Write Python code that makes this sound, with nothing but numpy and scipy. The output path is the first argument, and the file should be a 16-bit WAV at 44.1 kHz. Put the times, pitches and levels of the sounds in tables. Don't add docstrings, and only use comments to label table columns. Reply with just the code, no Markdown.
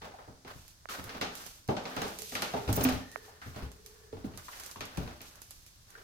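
import sys
import numpy as np
from scipy import signal
from scipy.fft import rfft, irfft, next_fast_len
from scipy.io import wavfile
from scipy.ndimage import uniform_filter1d

SR = 44100
rng = np.random.default_rng(int(sys.argv[2]) if len(sys.argv) > 2 else 0)


def unload_wav(signal):
    wavfile.write(
        sys.argv[1],
        SR,
        np.round(np.clip(np.atleast_2d(signal).T, -1, 1) * 32767).astype(np.int16),
    )


N = 265923
TIME = np.arange(N) / SR
AGE = np.arange(32768) / SR


def undb(db):
    return 10 ** (np.asarray(db) / 20)


def unit(x):
    return x / np.sqrt(np.mean(x ** 2))


def along_hz(points, size):
    hz, value = np.transpose(points)
    bins_hz = np.fft.rfftfreq(size, 1 / SR)
    return np.interp(np.log(bins_hz + 1), np.log(hz), value)


def response(colour, size=2048):
    cepstrum = irfft(np.log(undb(along_hz(colour, size))))
    cepstrum[1:size // 2] *= 2
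    cepstrum[size // 2 + 1:] = 0
    h = irfft(np.exp(rfft(cepstrum)))
    return h / np.linalg.norm(h)


# (f/Hz, correlation from -1 to 1)
PORT_LIKENESS = [(60, 1), (130, 0.82), (290, 0.87), (640, 0.23), (1400, -0.22), (3100, 0.024),
                 (15000, -0.26)]


def diffuse(colour, size):
    n = next_fast_len(size, True)
    alike = np.clip(along_hz(PORT_LIKENESS, n), -1, 1)
    noise = rfft(rng.standard_normal((2, n)))
    mid, side = noise * np.sqrt([1 + alike, 1 - alike]) * undb(along_hz(colour, n))
    return unit(irfft([mid + side, mid - side], n)[:, :size])


def fade(t60):
    return np.exp(-np.log(1000) * AGE / t60)


def from_below(x, left_db):
    lag = 20
    late = np.pad(x, (lag, 0))[:len(x)]
    return np.array([undb(left_db) * late, x])


def add(out, s, x):
    i = int(np.clip(s * SR, 0, N - 1))
    out[:, i:i + x.shape[1]] += x[:, :N - i]


def ring(colour, t60, rise_s, room_db, room_t60, smooth):
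    x = diffuse(colour, len(AGE))
    power = uniform_filter1d(np.mean(x ** 2, axis=0), smooth)
    steady = x / np.sqrt(power + 1e-9)
    rise = 1 - np.exp(-AGE / rise_s)
    decay = np.hypot(fade(t60), undb(room_db) * fade(room_t60))
    return steady * rise * decay


def snap(colour, t60, left_db):
    size = 2048
    noise = (fade(t60) * rng.standard_normal(len(AGE)))[:size]
    burst = signal.fftconvolve(noise, response(colour))[:size]
    return from_below(burst / np.linalg.norm(burst), left_db)


def strokes(table, attack_share, release_s):
    power = np.zeros(N)
    for s, length, db in table:
        swell = np.clip((TIME - s) / (attack_share * length), 0, 1)
        release = np.exp(-np.log(1000) * np.maximum(TIME - s - length, 0) / release_s)
        power += (undb(db) * swell * release) ** 2
    return np.sqrt(power)


def friction(gain, colour, grain_db, per_s, spread_db, uneven_db):
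    sign = rng.choice([-1, 1], N)
    size_db = spread_db * np.minimum(rng.exponential(size=N), 4)
    slips = (rng.random(N) < per_s / SR) * sign * undb(size_db)
    grains = unit(signal.fftconvolve(slips, response(colour))[:N])
    pressure = np.interp(TIME, np.linspace(0, TIME[-1], num=400), rng.standard_normal(400))
    direct = undb(grain_db) * from_below(grains, left_db=-3.5)
    return gain * undb(uneven_db * pressure) * (diffuse(colour, N) + direct)


# (f/Hz, relative level/dB)
HOUSE_COLOUR = [(15, -12), (25, 6), (72, 0), (105, -0.5), (223, -14), (439, -21), (1020, -18.5),
                (1700, -19), (2600, -27), (4500, -17.5), (8000, -20), (12500, -28.5), (16000, -62)]


def house_background():
    return undb(-60) * diffuse(HOUSE_COLOUR, N)


# (start t/s, length/s, level/dB)
SCUFFS = [(.01, 0.032, -52), (.09, 0.2, -61), (.46, 0.049, -50.5), (.885, 0.089, -45), (1.02, 0.18, -48.5),
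          (1.28, .19, -54.5), (1.84, .23, -46), (2.42, 0.39, -51.5), (2.75, 0.12, -44), (3.08, 0.31, -61),
          (3.52, 0.11, -51), (3.83, 0.22, -66.5), (4.17, 0.13, -60), (4.372, 0.017, -52.5),
          (4.47, .21, -52.5), (4.82, 0.31, -56), (5.2, 0.17, -60.5), (5.85, 0.33, -57)]
# (f/Hz, relative level/dB)
SOLE_COLOUR = [(120, -15), (350, 3.5), (800, 5.5), (1500, 8), (2500, -2), (4500, -5.5), (7000, -12.5),
               (16000, -12.5)]


def sole_scuffs():
    gain = strokes(SCUFFS, attack_share=0.34, release_s=0.49)
    return friction(gain, SOLE_COLOUR, grain_db=-7.5, per_s=760, spread_db=12.5, uneven_db=2.5)


# (centre f/Hz, centre level/dB, t60/s)
FLOOR_RESONANCES = [(58.4, -47, .5), (84, -13.5, 0.21), (105.2, -26.5, 0.63), (183.3, -8, 0.75),
                    (259, -2.5, 0.59), (337, -15.5, 0.97), (603, -7.5, 0.53), (760, -28, .2)]


def floor_modes():
    out = np.zeros(len(AGE))
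    for hz, db, t60 in FLOOR_RESONANCES:
        level_chance, pitch_chance = rng.standard_normal(2)
        tone = np.sin(2 * np.pi * hz * (1 + 0.0063 * pitch_chance) * AGE)
        out += undb(db + 0.5 * level_chance) * tone * fade(t60)
    return out


# (t/s, force level/dB,
# softness from 0 = hard heel edge to 1 = flat sole under full weight, joint crack level/dB)
BLOWS = [(.018, -48, 0.045, -49), (.044, -47, 0.056, -52), (0.277, -46, 0.57, -75),
         (.448, -46.5, 0.48, -55), (0.551, -54, 0.94, -70), (.888, -49, 0.51, -42.5),
         (.985, -42, 0.63, -65), (1.041, -53, 1, -65), (1.093, -47.5, .4, -43.5),
         (1.148, -41.5, 0.42, -48.5), (1.213, -33.5, 0.24, -32.5), (1.22, -45, .35, -38.5),
         (1.687, -30.5, 0.5, -41.5), (1.767, -35.5, 0.093, -39.5), (1.854, -40, 0.072, -40.5),
         (1.966, -32.5, .4, -37.5), (2.018, -34, 0.21, -36.5), (2.047, -38, 0.48, -49),
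         (2.321, -42.5, 0.34, -45), (2.353, -37.5, 0.29, -32.5), (2.421, -36.5, 0.02, -31.5),
         (2.537, -32, 0.23, -43.5), (2.567, -42.5, 0.8, -45), (2.677, -32.5, 0.95, -43),
         (2.688, -27.5, 0.71, -42), (2.772, -26, 0.64, -41.5), (2.807, -29.5, 0.48, -37.5),
         (2.85, -28, 0.61, -32), (2.887, -33, 0.25, -34.5), (2.924, -39.5, 0.99, -41.5),
         (3.416, -54, .2, -52.5), (3.46, -45.5, 0.94, -57), (3.561, -38, 0.66, -49.5),
         (3.622, -45, .9, -53.5), (4.127, -43.5, 0.75, -58.5), (4.168, -44.5, 0.75, -59),
         (4.243, -39.5, 0.73, -58), (4.336, -49.5, 0.9, -57.5), (4.76, -46.5, .7, -51.5),
         (4.807, -40, 0.41, -38), (4.973, -34.5, 0.63, -44.5), (5.014, -40.5, 0.8, -55),
         (5.076, -43, 0.56, -49), (5.206, -51, 0.5, -50.5)]
# (f/Hz, relative level/dB)
JOIST_COLOUR = [(20, -9), (40, -41), (60, -9.5), (110, -2.5), (150, -17), (260, -44)]
# (f/Hz, relative level/dB)
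BOARD_COLOUR = [(70, -13), (140, -3), (200, 1), (260, 3), (350, -5.5), (440, -2), (750, -52)]
# (f/Hz, relative level/dB)
KNOCK_COLOUR = [(220, -45), (420, 1.5), (600, 1), (830, 2.5), (1100, -7), (1500, -8.5), (3000, -81)]
# (f/Hz, relative level/dB)
CRACK_COLOUR = [(550, -79), (1150, 4.5), (1700, -0.5), (2600, -1), (4200, -4.5), (6000, -9.5),
                (8000, -16.5), (16000, -39)]


def footsteps():
    out = np.zeros((2, N))
    for s, force_db, softness, crack_db in BLOWS:
        boom_db = np.interp(softness, [0, 1], (-23, 8))
        knock_db = np.interp(softness, [0, 1], (3.5, -9.5))
        length = np.interp(softness, [0, 1], (0.53, 0.85))
        boom = ring(JOIST_COLOUR, 0.27 * length, rise_s=0.01, room_db=-4, room_t60=0.37, smooth=1400)
        thud = ring(BOARD_COLOUR, 0.12 * length, rise_s=0.0045, room_db=-6.5, room_t60=0.41, smooth=600)
        knock = ring(KNOCK_COLOUR, 0.13 * length, rise_s=0.0024, room_db=-4, room_t60=0.49, smooth=400)
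        crack = ring(CRACK_COLOUR, 0.16 * length, rise_s=0.0041, room_db=-3.5, room_t60=0.47, smooth=200)
        add(out, s, undb(force_db + boom_db) * boom)
        add(out, s, undb(force_db) * thud)
        add(out, s, undb(force_db - 9.5) * floor_modes()[None])
        add(out, s, undb(force_db + knock_db) * knock)
        add(out, s, undb(crack_db) * crack)
        add(out, s, undb(crack_db + 23) * snap(CRACK_COLOUR, t60=0.017, left_db=0.5))
    return out


# (t/s, level/dB, pitch f/Hz, half-width at -6 dB/Hz, t60/s)
HOLLOW_KNOCKS = [(.138, -45, 700, 130, 0.14), (0.186, -47.5, 690, 360, 0.34), (0.888, -42, 1230, 120, 0.41),
                 (1.687, -26.5, 162, 78, 0.15), (1.689, -29, 358, 120, 0.29),
                 (1.689, -29.5, 705, 140, 0.31), (2.54, -28.5, 720, 170, 0.11), (2.548, -38, 411, 16, 0.65),
                 (2.572, -32.5, 845, 40, .12), (2.851, -23.5, 262, 10.5, 0.4),
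                 (2.925, -39.5, 255.4, 9.5, 0.48), (3.278, -53, 796, 200, .3), (3.416, -47, 1450, 510, 0.5),
                 (3.625, -40, 64, 23, 0.41), (4.128, -35, 444, 20, 0.096), (4.244, -29, 210, 60, 0.073),
                 (4.482, -37, 1110, 360, 0.061), (4.53, -41, 1900, 600, 0.042),
                 (4.758, -36.5, 990, 150, 0.025), (4.975, -38.5, 48, 26, 0.46),
                 (4.977, -31.5, 149, 46, 0.24), (5.951, -42, 1550, 180, 0.054)]


def hollow_knocks():
    out = np.zeros((2, N))
    grid = np.geomspace(20, 20000, num=2000)
    for s, db, hz, width, t60 in HOLLOW_KNOCKS:
        detune = (grid / hz - hz / grid) * hz / width / 2
        colour = np.c_[grid, -20 * np.log10(1 + detune ** 2)]
        add(out, s, undb(db) * ring(colour, t60, rise_s=0.0014, room_db=-14.5, room_t60=0.41, smooth=500))
    return out


# (start t/s, length/s, level/dB)
RUSTLES = [(.47, 0.22, -61), (.887, 0.026, -44.5), (1.31, 0.18, -50), (1.6, 0.68, -59), (1.98, 0.23, -54),
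           (2.15, 0.24, -46), (2.45, 0.2, -55), (3, 0.27, -60.5), (3.4, 0.12, -58.5), (3.7, 0.33, -64),
           (4.4, 0.25, -50), (4.85, 0.37, -64), (5.2, 0.094, -56), (5.34, 0.33, -61.5), (5.55, 0.56, -66)]
# (f/Hz, relative level/dB)
CLOTH_COLOUR = [(800, -26), (2500, 4.5), (4500, 6), (7500, 7), (10000, 3.5), (12000, 7.5), (13500, 2.5),
                (15200, 2), (16500, -30)]


def cloth_rustle():
    gain = strokes(RUSTLES, attack_share=0.41, release_s=0.62)
    return friction(gain, CLOTH_COLOUR, grain_db=-8, per_s=950, spread_db=4.5, uneven_db=2)


# (t/s, level/dB)
CLOTH_TICKS = [(0.68, -49.5), (1.041, -42.5), (1.212, -39), (1.353, -40.5), (1.464, -41), (1.678, -46.5),
               (1.964, -44), (2.018, -39.5), (2.081, -43.5), (2.188, -36.5), (2.22, -36.5), (2.352, -38),
               (2.421, -32.5), (2.728, -28.5), (2.811, -35.5), (2.841, -32.5), (2.892, -35.5), (3.116, -49),
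               (3.717, -49.5), (3.862, -44), (4.375, -40), (4.599, -40.5), (4.636, -44), (4.662, -40),
               (4.713, -41.5), (4.807, -46), (4.854, -45), (4.973, -42), (5.216, -45), (5.356, -51),
               (5.418, -42.5), (5.508, -42), (5.664, -51), (5.904, -51)]
# (f/Hz, relative level/dB)
TICK_COLOUR = [(1200, -9), (3500, -9.5), (7000, -3), (9500, -6), (12000, -2), (13500, -9), (15000, -4),
               (16500, -48)]


def ticks():
    out = np.zeros((2, N))
    for s, db in CLOTH_TICKS:
        wash = ring(TICK_COLOUR, t60=0.09, rise_s=0.00091, room_db=-7.5, room_t60=0.54, smooth=200)
        add(out, s, undb(db - 4.5) * wash)
        add(out, s, undb(db + 23.5) * snap(TICK_COLOUR, t60=0.008, left_db=-13))
    return out


# (t/s, level/dB)
CASE_TAPS = [(0.8562, -24.5), (3.1592, -14.5)]


def taps(hz=1400, width_hz=1300, case_hz=680, case_t60=0.013, case_db=-14):
    pip = np.exp(-np.pi * width_hz * AGE) * np.sin(2 * np.pi * hz * AGE)
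    case = undb(case_db) * fade(case_t60) * np.sin(2 * np.pi * case_hz * AGE)
    pip = pip / pip.max() + case
    band = signal.butter(4, [450, 2700], "band", fs=SR, output="sos")
    pip = signal.sosfilt(band, pip) + undb(-15) * pip
    out = np.zeros((2, N))
    for s, db in CASE_TAPS:
        add(out, s, undb(db) * from_below(pip, left_db=-18))
    return out


def wavering_tone(hz, width_hz, wander_hz):
    wander = np.interp(TIME, np.linspace(0, TIME[-1], num=30), rng.standard_normal(30))
    phase = 2 * np.pi * np.cumsum(hz + wander_hz * wander) / SR
    slow = signal.butter(2, width_hz / 2, fs=SR, output="sos")
    drift = signal.sosfilt(slow, rng.standard_normal((2, 2, N)))
    mid, side = drift[0] * np.cos(phase) + drift[1] * np.sin(phase)
    return unit(np.array([mid + side / 2, mid - side / 2]))


# (start t/s, length/s, level/dB)
LOW_NOTE = [(2.18, 0.033, -53), (3.13, 0.15, -59.5), (3.45, .8, -63), (5.93, 0.094, -63.5)]
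# (start t/s, length/s, level/dB)
HIGH_NOTE = [(2.99, 0.19, -60.5), (3.88, 0.23, -74), (5.92, .1, -71)]


def whine():
    low = wavering_tone(hz=429, width_hz=61, wander_hz=14)
    high = wavering_tone(hz=1790, width_hz=120, wander_hz=30.44)
    low_gain = strokes(LOW_NOTE, attack_share=0.21, release_s=0.7)
    high_gain = strokes(HIGH_NOTE, attack_share=0.19, release_s=1.0)
    return low_gain * low + high_gain * high


# (start t/s, length/s, level/dB)
SLEEVE_SWISHES = [(2.725, 0.044, -40), (2.79, .04, -45), (2.832, .018, -33.5), (2.89, 0.045, -48)]
# (f/Hz, relative level/dB)
SLEEVE_COLOUR = [(3000, -32), (6000, -12), (9500, -9), (12000, -8), (13500, -6), (14700, 3), (15500, -1),
                 (16500, -27)]


def sleeve_swish():
    gain = strokes(SLEEVE_SWISHES, attack_share=0.45, release_s=0.063)
    return friction(gain, SLEEVE_COLOUR, grain_db=-9, per_s=1200, spread_db=4.5, uneven_db=8.0)


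def scene():
    floor = sole_scuffs() + footsteps() + hollow_knocks()
    close = cloth_rustle() + ticks() + taps() + sleeve_swish()
    return house_background() + floor + close + whine()


# (f/Hz, gain/dB)
LEFT_PORT_COLOUR = [(30, -7.5), (70, 4), (130, 0), (1000, -0.5), (2200, 1), (6600, 1.5), (7400, -34),
                    (9500, -4), (12000, -6.5), (16000, -4.5)]


def record(dry):
    n = next_fast_len(N, True)
    left = irfft(rfft(dry[0], n) * undb(along_hz(LEFT_PORT_COLOUR, n)), n)[:N]
    hiss = undb(-72) * rng.standard_normal((2, N))
    top_cut = signal.ellip(10, .2, 80, 16400, fs=SR, output="sos")
    return signal.sosfilt(top_cut, np.array([left, dry[1]]) + hiss)


dry = scene()
out = record(dry)
unload_wav(out)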